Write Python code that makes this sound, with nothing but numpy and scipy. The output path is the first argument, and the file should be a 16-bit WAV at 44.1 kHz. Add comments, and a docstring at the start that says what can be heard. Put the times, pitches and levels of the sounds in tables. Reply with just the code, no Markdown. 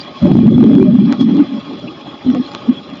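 """An open light aircraft in flight, heard for three seconds through a narrow-band microphone.
It opens on a thin, flickering engine and slipstream rasp (noise through fixed resonances), a faint whine
(a wavering sine) and brief whistles (short swells of one pitch). From 0.2 s gusts (lumpy low noise) thump on
the capsule around 240 Hz, with hard buffets (short ringing bursts), and overload it. They ease after 1.5 s,
then return near 2.3 s and 2.7 s; the rasp carries on to the end."""
import sys
import numpy as np
from scipy import signal
from scipy.fft import rfft, irfft
from scipy.io import wavfile
from scipy.ndimage import uniform_filter1d

SR = 44100
rng = np.random.default_rng(int(sys.argv[2]) if len(sys.argv) > 2 else 0)


def inscribe(sig):
    """Save sig as 16-bit PCM at rate SR to the path in sys.argv[1].

    A 1-D sig is mono; a 2-D sig holds one channel per row.
    Samples are clipped to [-1, 1] before scaling.
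    """
    pcm = np.round(np.clip(np.atleast_2d(sig).T, -1, 1) * 32767)
    wavfile.write(sys.argv[1], SR, pcm.astype(np.int16))


N = 132300  # samples, 3 s
FFT, HOP = 1024, 256  # short-time spectrum length and step, samples
FRAMES = N // HOP + 5


def amp(db):
    """Turn decibels into a plain multiplier."""
    return 10 ** (np.asarray(db) / 20)


def evened(x):
    """Scale a signal to an rms of 1."""
    return x / np.sqrt(np.mean(abs(x) ** 2) + 1e-20)


def read(points, hz):
    """Read a spectrum curve in dB, joining its points by straight lines over log frequency."""
    point_hz, value = np.transpose(points)
    return np.interp(np.log(hz + 1), np.log(point_hz + 1), value, right=-90)


def patches(shape, size):
    """Smooth random field of rms 1, blurred over size = (bins, frames)."""
    field = rng.standard_normal(shape[::-1]).T
    for axis in (0, 1, 0, 1):
        field = uniform_filter1d(field, size[axis], axis)
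    return evened(field)


def shaped(db):
    """Noise of rms 1 from random short-time spectra that follow the level field db (bins x frames)."""
    real, imag = rng.standard_normal(db.shape[::-1] + (2,)).T
    spectra = (real + 1j * imag) * amp(db)
    return evened(signal.istft(spectra, nperseg=FFT, noverlap=FFT - HOP)[1][:N])


# How loud and how bright the engine rasp is over time. Each row: time in seconds, level in dB of its
# 1-6 kHz band before pulses and spits, treble setting in dB (TREBLE_USUAL_DB leaves the tone unchanged).
RASP_COURSE = [(0.0, -38.5, -1), (0.04, -38.5, -12), (0.06, -33.5, -19.5), (0.1, -39, -14.5),
               (0.22, -36, -11), (0.26, -32.5, -20.5), (0.37, -39.5, -14.5), (0.581, -38, -18),
               (1.038, -39.5, -14), (1.13, -31, -21.5), (1.189, -40, -10.5), (1.21, -33, -8.5),
               (1.252, -41.5, -13.5), (1.29, -33, -22), (1.372, -39, -16), (1.39, -31, -22.5),
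               (1.46, -38, -14.5), (2.02, -40, -14), (2.321, -37, -17.5), (2.46, -37, -13),
               (2.78, -38, -17), (2.832, -41, -12), (3.0, -37.5, -18.5)]
# The basic tone of the rasp, before the resonances. Each row: frequency in Hz, relative level in dB per Hz.
RASP_TONE = [(35, -62), (60, -30.5), (89, -14), (268, -2.5), (507, -17), (582, -13), (656, -14),
             (1080, -22), (1430, -22.5), (3110, -23), (3430, -18), (3720, -25.5), (7040, -45.5),
             (9150, -66.5), (15500, -120)]
# Airframe resonances lifted out of the rasp. Each row: frequency in Hz, width in Hz, lift in dB.
AIRFRAME_RINGS = [(575, 50, 10), (836, 75, 9.5), (1093, 85, 12), (1234, 100, 11), (2400, 20, 12),
                  (2550, 55, 4), (3097, 32, 7), (3335, 68, 12.5), (4047, 110, 11.5), (4170, 38, 7.5),
                  (4800, 28, 7.5), (5210, 1000, 9), (7100, 82, 9)]
TREBLE_HZ, TREBLE_USUAL_DB = 3800, -12.5
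# rms sizes of the random level changes: small patches, wide bands, the whole rasp
RASP_PATCH_DB, BAND_FLICKER_DB, FLICKER_DB = 2.5, 1.5, 0.5
FIRING_HZ, FIRING_DEPTH = 62.5, 0.04
SPITS_PER_S, SPIT_LIFT, SPIT_DECAY_S = 22, 1.22, 0.0013  # average rate, mean added gain, decay


def rasp():
    """Patchy noise through airframe resonances, pulsing weakly with the firing and spitting at random."""
    hz = np.fft.rfftfreq(FFT, 1 / SR)[:, None]
    shape = (len(hz), FRAMES)
    field = read(RASP_TONE, hz) + RASP_PATCH_DB * patches(shape, size=(4, 5))
    field = field + BAND_FLICKER_DB * patches(shape, size=(30, 2))
    field = field + FLICKER_DB * patches((1, FRAMES), size=(1, 2))

    s, level_db, treble_db = np.transpose(RASP_COURSE)
    treble_share = 1 / (1 + (TREBLE_HZ / (hz + 1)) ** 6)
    treble_now = np.interp(np.arange(FRAMES) * HOP / SR, s, treble_db)
    field = field + treble_share * (treble_now - TREBLE_USUAL_DB)

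    fine_hz = np.fft.rfftfreq(N, 1 / SR)
    lift_db = sum(db / (1 + ((fine_hz - f) / (width / 2)) ** 2) for f, width, db in AIRFRAME_RINGS)
    noise = irfft(rfft(shaped(field)) * amp(lift_db), N)
    band_filter = signal.butter(4, [1000, 6000], "band", fs=SR, output="sos")
    band = signal.sosfilt(band_filter, noise)  # only used to set the level

    t = np.arange(N) / SR
    firing = 1 + FIRING_DEPTH * np.cos(2 * np.pi * FIRING_HZ * t)
    chance, size = rng.random((N, 2)).T
    spits = -np.log(1 - size) * (chance < SPITS_PER_S / SR)  # many small, few large
    decay = np.exp(-1 / (SPIT_DECAY_S * SR))
    gain = firing + SPIT_LIFT * signal.lfilter([1], [1, -decay], spits)
    return amp(np.interp(t, s, level_db)) * gain * noise / band.std()


WHINE_HZ, WHINE_DB = 3313, -50  # middle pitch and level
WHINE_WANDER_HZ, WHINE_WAVER_DB = 16, 4.5  # rms drift of each


def whine():
    """A thin engine whine: one sine whose pitch and level waver."""
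    wander = np.repeat(patches((1, N // 64 + 1), size=(1, 9)), 64)[:N]
    waver = patches((1, N), size=(1, 900))[0]
    turns = np.cumsum(WHINE_HZ + WHINE_WANDER_HZ * wander) / SR
    return amp(WHINE_DB + WHINE_WAVER_DB * waver) * np.sin(2 * np.pi * turns)


# Short swells of one resonance. Each row: start in seconds, length in seconds, rough rms level in dB,
# pitch in Hz, spread of the pitch in Hz.
WHISTLE_SWELLS = [(0.001, 0.024, -32.5, 4730, 380), (0.214, 0.079, -22, 583.4, 35.6),
                  (0.275, 0.066, -30.5, 736, 59), (0.534, 0.03, -36.5, 3400, 61.6),
                  (0.769, 0.08, -11.5, 375, 49.2), (0.803, 0.042, -41.5, 2360, 98.5),
                  (0.846, 0.076, -27.5, 594, 35), (1.187, 0.053, -34, 3317, 116),
                  (1.196, 0.05, -50, 5360, 1620), (1.823, 0.048, -36, 592, 35),
                  (1.872, 0.019, -34.5, 2630, 1530), (2.054, 0.023, -35.5, 718, 477),
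                  (2.342, 0.045, -27.5, 502, 71.6), (2.345, 0.041, -34.5, 755, 90),
                  (2.475, 0.016, -35, 1113, 80), (2.753, 0.046, -35.5, 3326, 60)]


def whistles():
    """Brief noisy whistles: eight nearby tones beat together as they swell and fade."""
    out = np.zeros(N)
    for start, length, db, hz, width in WHISTLE_SWELLS:
        t = np.arange(round(length * SR)) / SR
        tones = sum(np.exp(2j * np.pi * (width * (u - .5) * t + turn)) for u, turn in rng.random((8, 2)))
        wobble = evened(1 + tones)
        tone = (wobble * np.exp(2j * np.pi * hz * t)).real
        swell = 2 * np.sin(np.pi * t / length)
        part = out[round(start * SR):][:len(t)]
        part += (amp(db) * swell * tone)[:len(part)]
    return out


# Wind on the capsule. Each row: time in seconds, level in dB before DRIVE_DB is added, centre of the thump
# in Hz, narrowness (a plain number, held between 0.5 and 2, that stretches the dB curve below).
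GUST_COURSE = [(0.0, -36.5, 262, 1.5), (0.16, -63, 265.5, 1.6), (0.19, -48, 188.7, 3.3),
               (0.23, -2, 174, 1.2), (0.27, -8, 225, 0.76), (0.47, -3, 207, 0.91), (0.52, -6, 228.7, 0.7),
               (0.57, -2, 197, 1.08), (0.65, -2, 264, 0.9), (0.81, -6.5, 236, 0.72), (0.87, -7, 221, 1.1),
               (1.02, -4, 220, 1.5), (1.12, -9.5, 249, 3.4), (1.167, -23, 220, 3.2), (1.2, -9, 241, 0.72),
               (1.25, -6, 216.5, 2.2), (1.29, -8.5, 252.4, 1.2), (1.424, -5, 256, 1.7),
               (1.456, -30.5, 235.6, 0.85), (1.53, -16.5, 251.5, 3), (1.59, -20, 225, 1.5),
               (1.6, -35, 214.6, 0.84), (1.74, -20.5, 284.4, 1.1), (1.8, -34.5, 184.5, 0.44),
               (1.85, -21.5, 252.6, 0.75), (1.97, -41, 332, 1.7), (2.07, -29.5, 228.6, 0.51),
               (2.13, -37.5, 314.5, 0.45), (2.22, -51.5, 234, 0.49), (2.26, -12, 222.5, 0.65),
               (2.315, -9.5, 251.5, 0.61), (2.38, -15, 255, 3.3), (2.4, -6.5, 274.7, 2.6),
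               (2.46, -48, 319, 2.6), (2.67, -28, 247, 0.38), (2.69, -5.5, 232.4, 1.2),
               (2.715, -8.5, 252, 3.3), (2.74, -29.5, 253, 0.3), (2.88, -40, 231, 0.64),
               (2.94, -22.5, 237, 1.5), (3.0, -64, 236, 1.4)]
# The tone of a thump centred on THUMP_HZ. Each row: frequency in Hz, relative level in dB per Hz.
THUMP_TONE = [(12, -69.5), (20, -44), (59, -40), (124, -14), (211, -0.5), (253, 4), (330, -12), (379, -10),
              (461, -23), (515, -44), (560, -23), (730, -56.5), (1230, -120)]
THUMP_HZ, THUMP_PATCH_DB, DRIVE_DB = 240.6, 0.5, -2
STEADY, LUMP_S = 0.61, 0.025  # how strongly chance lumps are evened out (0 to 1), over this time


def wind():
    """Lumpy low noise from gusts on the capsule, with a wandering centre and width."""
    s, db, centre, narrow = np.transpose(GUST_COURSE)
    hz = np.fft.rfftfreq(FFT, 1 / SR)[:, None]
    frame_t = np.arange(FRAMES) * HOP / SR
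    moved_hz = hz * THUMP_HZ / np.interp(frame_t, s, centre)
    field = read(THUMP_TONE, moved_hz) * np.clip(np.interp(frame_t, s, narrow), .5, 2)
    noise = shaped(field + THUMP_PATCH_DB * patches(field.shape, size=(2, 3)))

    half_lump = round(LUMP_S * SR / 2)
    power = uniform_filter1d(uniform_filter1d(noise ** 2, half_lump), half_lump)
    lumps = np.sqrt(power + 1e-4)
    level_db = np.interp(np.arange(N) / SR, s, db) + DRIVE_DB
    return amp(level_db) * evened(noise / lumps ** STEADY)


# The hardest buffets within the gusts. Each row: middle in seconds, height of the swell in dB,
# ringing pitch in Hz, half width in seconds (standard deviation of the bell-shaped swell).
BUFFET_HITS = [(.243, 0, 192, 0.0035), (0.256, 2, 255, 0.0027), (.318, 4.5, 218, 0.0023),
               (0.355, 3.5, 262, 0.0017), (.391, 4, 219, 0.0042), (.414, 0, 217, 0.0044),
               (0.464, 3.5, 186, 0.0033), (0.486, 1.5, 231, 0.01), (0.567, -3.5, 246, 0.0046),
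               (.582, 2.5, 253, 0.0019), (.612, 3, 245.6, 0.006), (0.631, 3, 299, 0.0025),
               (.655, -3.5, 272, 0.0033), (.676, 1.5, 223, 0.0082), (0.698, 2.5, 256, 0.0058),
               (0.733, 0, 238, 0.0036), (0.76, 1.5, 193.5, 0.0045), (.781, 0, 268.6, 0.008),
               (.802, 0.5, 263, 0.0041), (.829, 0, 262, 0.0025), (.889, .5, 208, 0.0049),
               (.955, 3, 232, 0.0062), (.991, 2, 206.3, 0.0072), (1.213, 1.5, 243, 0.0031),
               (1.407, 1.5, 293, 0.0081), (2.297, -2.5, 251, 0.016), (2.695, 1.5, 234.4, 0.0067)]
BUFFET_SHARE = .75  # how far a buffet pushes the churning aside, 0 to 1


def buffets(churn):
    """Each hard buffet rings the capsule briefly and drowns the churning."""
    t, ring, hold = np.arange(N) / SR, np.zeros(N), np.zeros(N)
    for (at, db, hz, half), turn in zip(BUFFET_HITS, rng.random(len(BUFFET_HITS))):
        bell = np.exp(-.5 * ((t - at) / half) ** 2)
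        ring += amp(db) * bell * np.cos(2 * np.pi * (hz * (t - at) + turn))
        hold = np.maximum(hold, bell)
    return ring + churn * (1 - BUFFET_SHARE * np.sqrt(hold))


def scene():
    """Add the rasp, whine, whistles and buffeting wind into one channel."""
    return (rasp() + whine() + whistles() + buffets(wind()))[None]


LOW_CUT_HZ, HIGH_CUT_HZ, EDGE_HZ = 69, 7440, 15800  # EDGE_HZ is the final band limit
CEILING, SAG_HZ = .953, 8  # clipping level; cutoff of the filter that lets flat tops sag
# share of the excess dB that is turned down, reaction time, fall of the held peak
LIMIT_SHARE, ATTACK_S, RECOVER_DB_PER_S = 0.69, 0.0013, 347


def record(dry):
    """Narrow the band; limit a moment late so first peaks clip and their flat tops sag; band-limit again."""
    low_cut = signal.butter(3, LOW_CUT_HZ, "high", fs=SR, output="sos")
    x = signal.sosfilt(low_cut, dry)
    high_cut = signal.firwin(255, HIGH_CUT_HZ, window=("kaiser", 6), fs=SR)
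    x = signal.oaconvolve(x, high_cut[None], "same")

    # hold each peak and let it fall steadily, then follow it with a short lag
    fall = np.arange(N) * RECOVER_DB_PER_S / SR
    peak_db = 20 * np.log10(abs(x[0]) / CEILING + 1e-9)
    over_db = np.maximum(np.maximum.accumulate(peak_db + fall) - fall, 0)
    lag = np.exp(-1 / (ATTACK_S * SR))
    x = x / amp(LIMIT_SHARE * signal.lfilter([1 - lag], [1, -lag], over_db))

    clipped = np.clip(x, -CEILING, CEILING)
    sag = signal.butter(1, SAG_HZ, "high", fs=SR, output="sos")
    x = signal.sosfilt(sag, clipped)
    edge = signal.firwin(511, EDGE_HZ, window=("kaiser", 9), fs=SR)
    return signal.oaconvolve(x, edge[None], "same")


dry = scene()
out = record(dry)
inscribe(out)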